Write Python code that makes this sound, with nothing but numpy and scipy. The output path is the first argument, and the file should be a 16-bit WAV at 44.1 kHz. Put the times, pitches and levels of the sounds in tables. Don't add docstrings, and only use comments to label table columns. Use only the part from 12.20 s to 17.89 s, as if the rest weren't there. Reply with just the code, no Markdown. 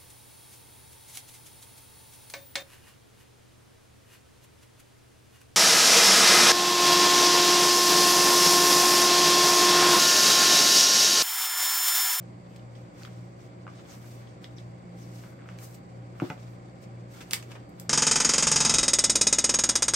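import sys
import numpy as np
from scipy import signal
from scipy.fft import rfft, irfft, next_fast_len
from scipy.io import wavfile
from scipy.ndimage import map_coordinates

SR = 44100
rng = np.random.default_rng(int(sys.argv[2]) if len(sys.argv) > 2 else 0)


def generate_wav(signal):
    frames = np.transpose(np.atleast_2d(signal))
    scaled = np.clip(frames, -1, 1) * 32767
    pcm = np.round(scaled).astype(np.int16)
    wavfile.write(sys.argv[1], SR, pcm)


N = 251087
TIME = np.arange(N) / SR


def from_db(db):
    return 10 ** (np.asarray(db) / 20)


def unit_rms(x):
    return x / np.sqrt(np.mean(x ** 2) + 1e-20)


def at_hz(points, hz):
    known_hz, values = np.transpose(points)
    return np.interp(np.log(hz + 1), np.log(known_hz), values)


def butter(x, hz, kind, order=2):
    sos = signal.butter(order, np.clip(hz, 10, .45 * SR), kind, fs=SR, output="sos")
    return signal.sosfilt(sos, x)


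def add(track, time_s, sound):
    start = round(time_s * SR)
    track[..., start:start + sound.shape[-1]] += sound[..., :N - start]


def stereo(pair, correlation):
    correlation = np.clip(correlation, -.99, .99)
    mid = np.sqrt(1 + correlation) * pair[0]
    side = np.sqrt(1 - correlation) * pair[1]
    return np.array([mid + side, mid - side])


def coloured(pair, spectrum):
    size = next_fast_len(N)
    gain = from_db(at_hz(spectrum, np.fft.rfftfreq(size, 1 / SR)))
    return unit_rms(irfft(rfft(pair, size) * gain, size)[:, :N])


def drift(rate_hz):
    knots = rng.standard_normal(2000)
    return np.interp(TIME * rate_hz, np.arange(len(knots)), knots)


# (frequency [Hz], left-right correlation [-1..1])
FAN_CORRELATION = [(60, 0.81), (130, 0.71), (290, 0.74), (640, 0.067), (1350, -0.75), (2400, 0.58),
                   (4400, -0.16), (15000, -0.37)]
def fan_stereo_noise(size):
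    correlation = at_hz(FAN_CORRELATION, np.fft.rfftfreq(size, 1 / SR))
    spectra = rfft(rng.standard_normal((2, size)))
    return unit_rms(irfft(stereo(spectra, correlation), size))


# (shaft harmonic [1], rms level [dB])
MOTOR_HARMONICS = [(1, -68), (2, -53.5), (3, -53.5), (4, -68), (5, -62.5), (6, -66)]
# (frequency [Hz], relative level [dB])
RUSH_SPECTRUM = [(20, -37), (45, -14.5), (80, -8), (101, -3), (125, -0.5), (160, -4), (205, -1),
                 (225, -6.5), (255, -9), (285, -7), (315, -7.5), (345, -5), (430, -11), (480, -9),
                 (545, -4), (590, -10.5), (640, -8.5), (720, -13.5), (790, -7), (830, -19), (1050, -15),
                 (1700, -24)]
HISS_SPECTRUM = [(900, 15.5), (1500, 14), (2250, 17), (3200, -14), (4200, -9), (4600, 14.5), (5100, -6.5),
                 (6500, -3.5), (7200, 7), (8500, 4.5), (9500, -72), (16000, -53)]
def fan(shaft_hz, mains_hz, mains_db, rush_db, hiss_db, waver_db):
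    rad_per_hz = 2 * np.pi * (TIME - .01)
    hum = from_db(mains_db + 1.2 * drift(5)) * np.cos(2 * mains_hz * rad_per_hz)
    for harmonic, db in MOTOR_HARMONICS:
        wobble_rad = .05 * harmonic * drift(7)
        level = from_db(db + waver_db * drift(8.1))
        hum += level * np.cos(harmonic * shaft_hz * rad_per_hz + wobble_rad)
    rush = from_db(rush_db) * butter(coloured(fan_stereo_noise(N), RUSH_SPECTRUM), 1650, "low")
    hiss = from_db(hiss_db) * butter(coloured(fan_stereo_noise(N), HISS_SPECTRUM), 640, "high")
    return np.sqrt(2) * hum + rush + hiss


def hand_speed(peak_s, length_s):
    flank_s = length_s * np.where(TIME < peak_s, 0.67, 0.69)
    distance = abs(TIME - peak_s) / flank_s
    return np.exp(-np.minimum(distance ** 2.6, 20))


def friction(spectrum, slips_per_s, spread_db, hiss, correlation):
    slipping = rng.random(N) < slips_per_s / SR
    sizes = from_db(spread_db * np.minimum(rng.exponential(1, N), 4))
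    noise = (unit_rms(slipping * sizes) + hiss) * rng.standard_normal((2, N))
    return coloured(stereo(noise, correlation), spectrum)


# (peak time [s], length [s], paper on paper [dB], skin on gloss [dB], flex re paper [dB])
STROKES = [(0.35, 0.11, -67.5, -78, -10), (0.582, 0.096, -62.5, -80, -13), (0.824, 0.1, -57, -68, -9),
           (0.96, 0.21, -65.5, -78.5, -9), (1.222, 0.096, -65.5, -79.5, -4),
           (1.595, 0.15, -61.5, -79, -0.5), (1.72, 0.067, -54, -63, -5), (1.878, 0.19, -61.5, -64.5, -16),
           (2.033, 0.17, -64.5, -85, -2.5), (2.245, 0.042, -60, -69, 0.5), (2.392, 0.16, -65, -79, -20),
           (2.827, 0.098, -58, -69.5, -11), (2.989, 0.18, -58.5, -65.5, -10), (3.303, 0.074, -64, -77, 1.5),
           (3.438, 0.073, -64.5, -57, -9), (3.527, 0.064, -72, -61, -3), (4.059, 0.12, -57, -64.5, 1.5),
           (4.25, 0.16, -62, -76.5, -6), (4.63, 0.03, -59.5, -69.5, -14), (4.978, 0.097, -56.5, -63, -0.5),
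           (5.158, 0.13, -61, -64, 1), (5.322, 0.1, -63, -71, 2), (5.616, 0.096, -69.5, -75, 5)]
# (frequency [Hz], relative level [dB])
RUSTLE_SPECTRUM = [(400, -3), (900, 1.5), (1400, 4), (2400, -6), (3500, -4), (6000, -15.5), (12000, -54)]
SCRAPE_SPECTRUM = [(1000, -19), (2200, 4.5), (3300, -1.5), (4200, 0), (5400, 2), (7500, -2), (9000, -2),
                   (11000, -87), (15000, -20)]
SLIDE_SPECTRUM = [(700, -25), (1500, -11), (3000, -4.5), (5500, -0.5), (8600, 1.5), (10000, -7),
                  (12000, 0.5), (15500, -4.5)]
def pages(rustle_gain_db, scrape_gain_db, slide_gain_db):
    bend = paper = from_db(-70.5)
    skin = from_db(-89)
    for peak_s, length_s, paper_db, skin_db, flex_db in STROKES:
        speed = hand_speed(peak_s, length_s)
        bend = np.hypot(bend, from_db(paper_db + flex_db) * speed)
        paper = np.hypot(paper, from_db(paper_db) * speed)
        skin = np.hypot(skin, from_db(skin_db) * speed)
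    rustle = friction(RUSTLE_SPECTRUM, slips_per_s=1500, spread_db=2, hiss=0.97, correlation=0.069)
    scrape = friction(SCRAPE_SPECTRUM, slips_per_s=600, spread_db=0, hiss=2.1, correlation=0.24)
    slide = friction(SLIDE_SPECTRUM, slips_per_s=3500, spread_db=1.5, hiss=1, correlation=0.083)
    rustle *= bend * from_db(rustle_gain_db + 3 * drift(50))
    scrape *= paper * from_db(scrape_gain_db + 3 * drift(70))
    slide *= skin * from_db(slide_gain_db + 1.9 * drift(41))
    return rustle + scrape + slide


# (peak time [s], length [s], level [dB], pitch [Hz])
SWISHES = [(0.324, .03, -67, 2800), (0.821, .03, -65, 5260), (1.588, 0.032, -63, 3300),
           (1.706, 0.045, -60.5, 6170), (2.38, .025, -61, 5310), (2.824, .05, -64, 5500)]
def edge_swishes(width_hz, sink_oct_per_s):
    glides = [(peak_s + dt, hz * 2 ** (-sink_oct_per_s * dt))
              for peak_s, length_s, _, hz in SWISHES for dt in (-length_s, length_s)]
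    centre_hz = np.interp(TIME, *np.transpose(glides))
    carrier = np.sqrt(2) * np.sin(2 * np.pi * np.cumsum(centre_hz) / SR)
    level = sum(from_db(db) * hand_speed(peak_s, length_s) for peak_s, length_s, db, _ in SWISHES)
    noise = stereo(rng.standard_normal((2, N)), 0.24)
    return level * unit_rms(butter(noise, width_hz / 2, "low")) * carrier


def fibre_crack(rise_s, shiver_s, low_hz, high_hz, correlation):
    t = TIME[:2048]
    envelope = t / rise_s * np.exp(1 - t / rise_s) + from_db(-13) * np.exp(-t / shiver_s)
    crack = stereo(rng.standard_normal((2, len(t))), correlation) * envelope
    crack[:, round(rise_s * SR)] += from_db(18.5)
    crack = butter(crack, [low_hz, high_hz], "band")
    crack = butter(crack, np.sqrt(low_hz * high_hz), "low", order=1)
    return crack / np.sqrt(np.sum(crack ** 2, axis=1, keepdims=True))


# (time [s], left channel lag [samples])
BOOK_POSITION = [(0, 0), (3.4, 0), (4, 1.2), (5.11, 1.2), (5.13, 2.2)]
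def snap(time_s, rise_s, resonances, shiver_s, correlation, tilt_db_per_oct=0):
    out = 0
    for hz, width_oct, db in resonances:
        edge_ratio = 2 ** (np.clip(width_oct, .2, 3) / 2)
        level = from_db(db + tilt_db_per_oct * np.log2(hz / 5000))
        out = out + level * fibre_crack(rise_s, shiver_s, hz / edge_ratio, hz * edge_ratio, correlation)
    left, right = out
    lag_samples = np.interp(time_s, *np.transpose(BOOK_POSITION))
    return np.array([map_coordinates(left, [np.arange(len(left)) - lag_samples], order=5), right])


# (centre [Hz], width [oct], level [dB])
SHEET_RESONANCES = [(670, 3.3, -13), (1540, 0.49, -11.5), (2780, 0.68, -2), (5630, 0.74, -0.5),
                    (8000, 0.31, -2), (12500, 0.27, -7), (15100, 0.24, -14)]
# (time [s], relative level [dB], rise [s], tilt [dB/oct])
BUCKLES = [(0.36, -41.5, 0.002, -3.5), (3.3865, -37, 0.0009, -4), (3.5433, -40.5, 0.0037, 3),
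           (5.005, -31, 0.007, -5), (5.022, -49, 0.0017, -2), (5.1095, -21, 0.00029, 1),
           (5.113, -29, 0.00033, 1), (5.1168, -37, 0.00061, -6.5), (5.1315, -15.5, 0.0011, 1),
           (5.1336, -10, 0.00053, 1), (5.138, -28, 0.0023, -4.5), (5.1435, -23, 0.00049, 4),
           (5.225, -34.5, 0.0021, -3), (5.306, -39, 0.0064, -5), (5.3151, -35.5, 0.0028, -5.5),
           (5.351, -44.5, 0.0054, -11), (5.492, -52.5, 0.00068, 7), (5.598, -32, 0.00062, 7.5)]
def sheet_buckles():
    out = np.zeros((2, N))
    for time_s, db, rise_s, tilt in BUCKLES:
        crack = snap(time_s, rise_s, SHEET_RESONANCES, shiver_s=.005, correlation=.5, tilt_db_per_oct=tilt)
        add(out, time_s, from_db(db) * crack)
    return out


# (centre [Hz], width [oct], level [dB])
CORNER_RESONANCES = [(2000, 0.22, -7), (3530, 0.25, 0), (5150, 0.22, -8), (8400, 0.48, -17.5)]
# (time [s], relative level [dB], rise [s], pitch [ratio])
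CATCHES = [(0.394, -45.5, .001, 0.92), (0.5502, -42, 0.003, 0.93), (0.833, -34, .0005, 1.27),
           (0.8503, -34.5, 0.00052, 0.92), (0.8568, -41, 0.001, 1.05), (2.0703, -42.5, 0.0023, 0.92),
           (2.2426, -29, 0.00048, 0.99), (2.3834, -36, .0003, 1.03), (2.3877, -44, 0.00054, 0.94),
           (5.1266, -29, 0.00031, 1.64)]
def corner_ticks():
    out = np.zeros((2, N))
    for time_s, db, rise_s, pitch in CATCHES:
        corner = [(hz * pitch, width_oct, band_db) for hz, width_oct, band_db in CORNER_RESONANCES]
        add(out, time_s, from_db(db) * snap(time_s, rise_s, corner, shiver_s=.002, correlation=.5))
    return out


# (peak time [s], length [s], level [dB])
DRAGS = [(0.827, 0.022, -54.5), (1.857, 0.026, -60.5), (2.95, 0.035, -67), (3.09, .09, -62),
         (3.207, .04, -61), (3.265, 0.032, -59), (3.42, 0.032, -56), (3.952, 0.016, -58.5)]
# (frequency [Hz], relative level [dB])
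DRAG_SPECTRUM = [(600, -35), (1000, -2), (1450, 7), (1750, -3), (2100, -3), (2800, -9), (6000, -44)]
def thumb_drags():
    pressure = sum(from_db(db) * hand_speed(peak_s, length_s) for peak_s, length_s, db in DRAGS)
    return pressure * friction(DRAG_SPECTRUM, slips_per_s=350, spread_db=2, hiss=.5, correlation=.6)


# (centre [Hz], width [oct], level [dB])
STACK_RESONANCES = [(870, 0.87, -7.5), (1330, 0.44, 1), (2380, 0.57, -5), (4650, 0.96, -19)]
# (time [s], relative level [dB], rise [s], tilt [dB/oct])
KNOCKS = [(0.8489, -26, 0.00121, 2.5), (0.872, -45, 0.0022, -4), (1.4674, -39.5, 0.00028, -5.5),
          (1.4758, -36, 0.0022, -3), (3.035, -34, 0.0023, 1.5), (3.2887, -23, 0.00024, 4.5),
          (3.9996, -21, 0.00027, 0), (4.1001, -16, 0.001685, 2.5)]
def stack_knocks():
    out = np.zeros((2, N))
    for time_s, db, rise_s, tilt in KNOCKS:
        knock = snap(time_s, rise_s, STACK_RESONANCES,
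                     shiver_s=.005, correlation=.78, tilt_db_per_oct=tilt)
        add(out, time_s, from_db(db) * knock)
    return out


# (frequency [Hz], middle strike [dB], rim strike [dB], t60 [s])
BOX_MODES = [(146, -12.5, -14, 0.038), (193, -12, 2, 0.055), (270, 2.5, -5, 0.054), (333, 0.5, -19, 0.076),
             (444, -19, -9.5, 0.069), (559, -7.5, -9, 0.059), (730, -12, -16.5, 0.13), (858, -26, -7, 0.08),
             (1374, -16, -5, 0.028)]
# (time [s], relative level [dB], tilt [dB/oct], position [0 middle..1 rim])
BUMPS = [(4.0207, -15.5, 1, 0.044), (4.0267, -20.5, -16, 0.079), (4.0378, -24, 2, 0), (4.102, -24, 4, 0.92),
         (4.1155, -25, 3.5, 0.79)]
def box_bumps(gain_db, contact_hz, lowest_hz):
    t, out = TIME[:SR // 2], np.zeros(N)
    for time_s, db, tilt, position in BUMPS:
        for hz, middle_db, rim_db, t60_s in BOX_MODES:
            mode_db = np.interp(position, [0, 1], [middle_db, rim_db]) + tilt * np.log2(hz / 300)
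            envelope = from_db(gain_db + db + mode_db - 60 * t / t60_s)
            add(out, time_s, envelope * np.sin(2 * np.pi * hz * t))
    return butter(butter(out, contact_hz, "low"), lowest_hz, "high", order=4)


def room(x, echo_s, echo_db, wet_db, t60_s, treble_t60_s):
    t = TIME[:16384]
    noise = butter(fan_stereo_noise(len(t)), 330, "high")
    dull = butter(noise, 3200, "low", order=1)
    tail = dull * from_db(-60 * t / t60_s) + (noise - dull) * from_db(-60 * t / treble_t60_s)
    tail *= np.clip(t / .006, 0, 1)
    response = from_db(wet_db) * tail / np.sqrt(np.sum(tail ** 2) / 2)
    response[:, round(echo_s * SR)] += from_db(echo_db)
    return x + signal.fftconvolve(x, response, axes=1)[:, :N]


def scene():
    book = pages(rustle_gain_db=1, scrape_gain_db=-4, slide_gain_db=3)
    book += thumb_drags() + edge_swishes(width_hz=1200, sink_oct_per_s=9)
    book += from_db(7.5) * (sheet_buckles() + corner_ticks() + stack_knocks())
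    book += box_bumps(gain_db=-8, contact_hz=1160, lowest_hz=103)
    book = room(book, echo_s=.0072, echo_db=-14.5, wet_db=-5.5, t60_s=0.19, treble_t60_s=0.14)
    return book + fan(shaft_hz=58.98, mains_hz=60.02, mains_db=-48,
                      rush_db=-47.5, hiss_db=-63, waver_db=3)


def record(dry):
    return signal.sosfilt(signal.ellip(10, .2, 80, 15800, fs=SR, output="sos"), dry)


dry = scene()
out = record(dry)
generate_wav(out)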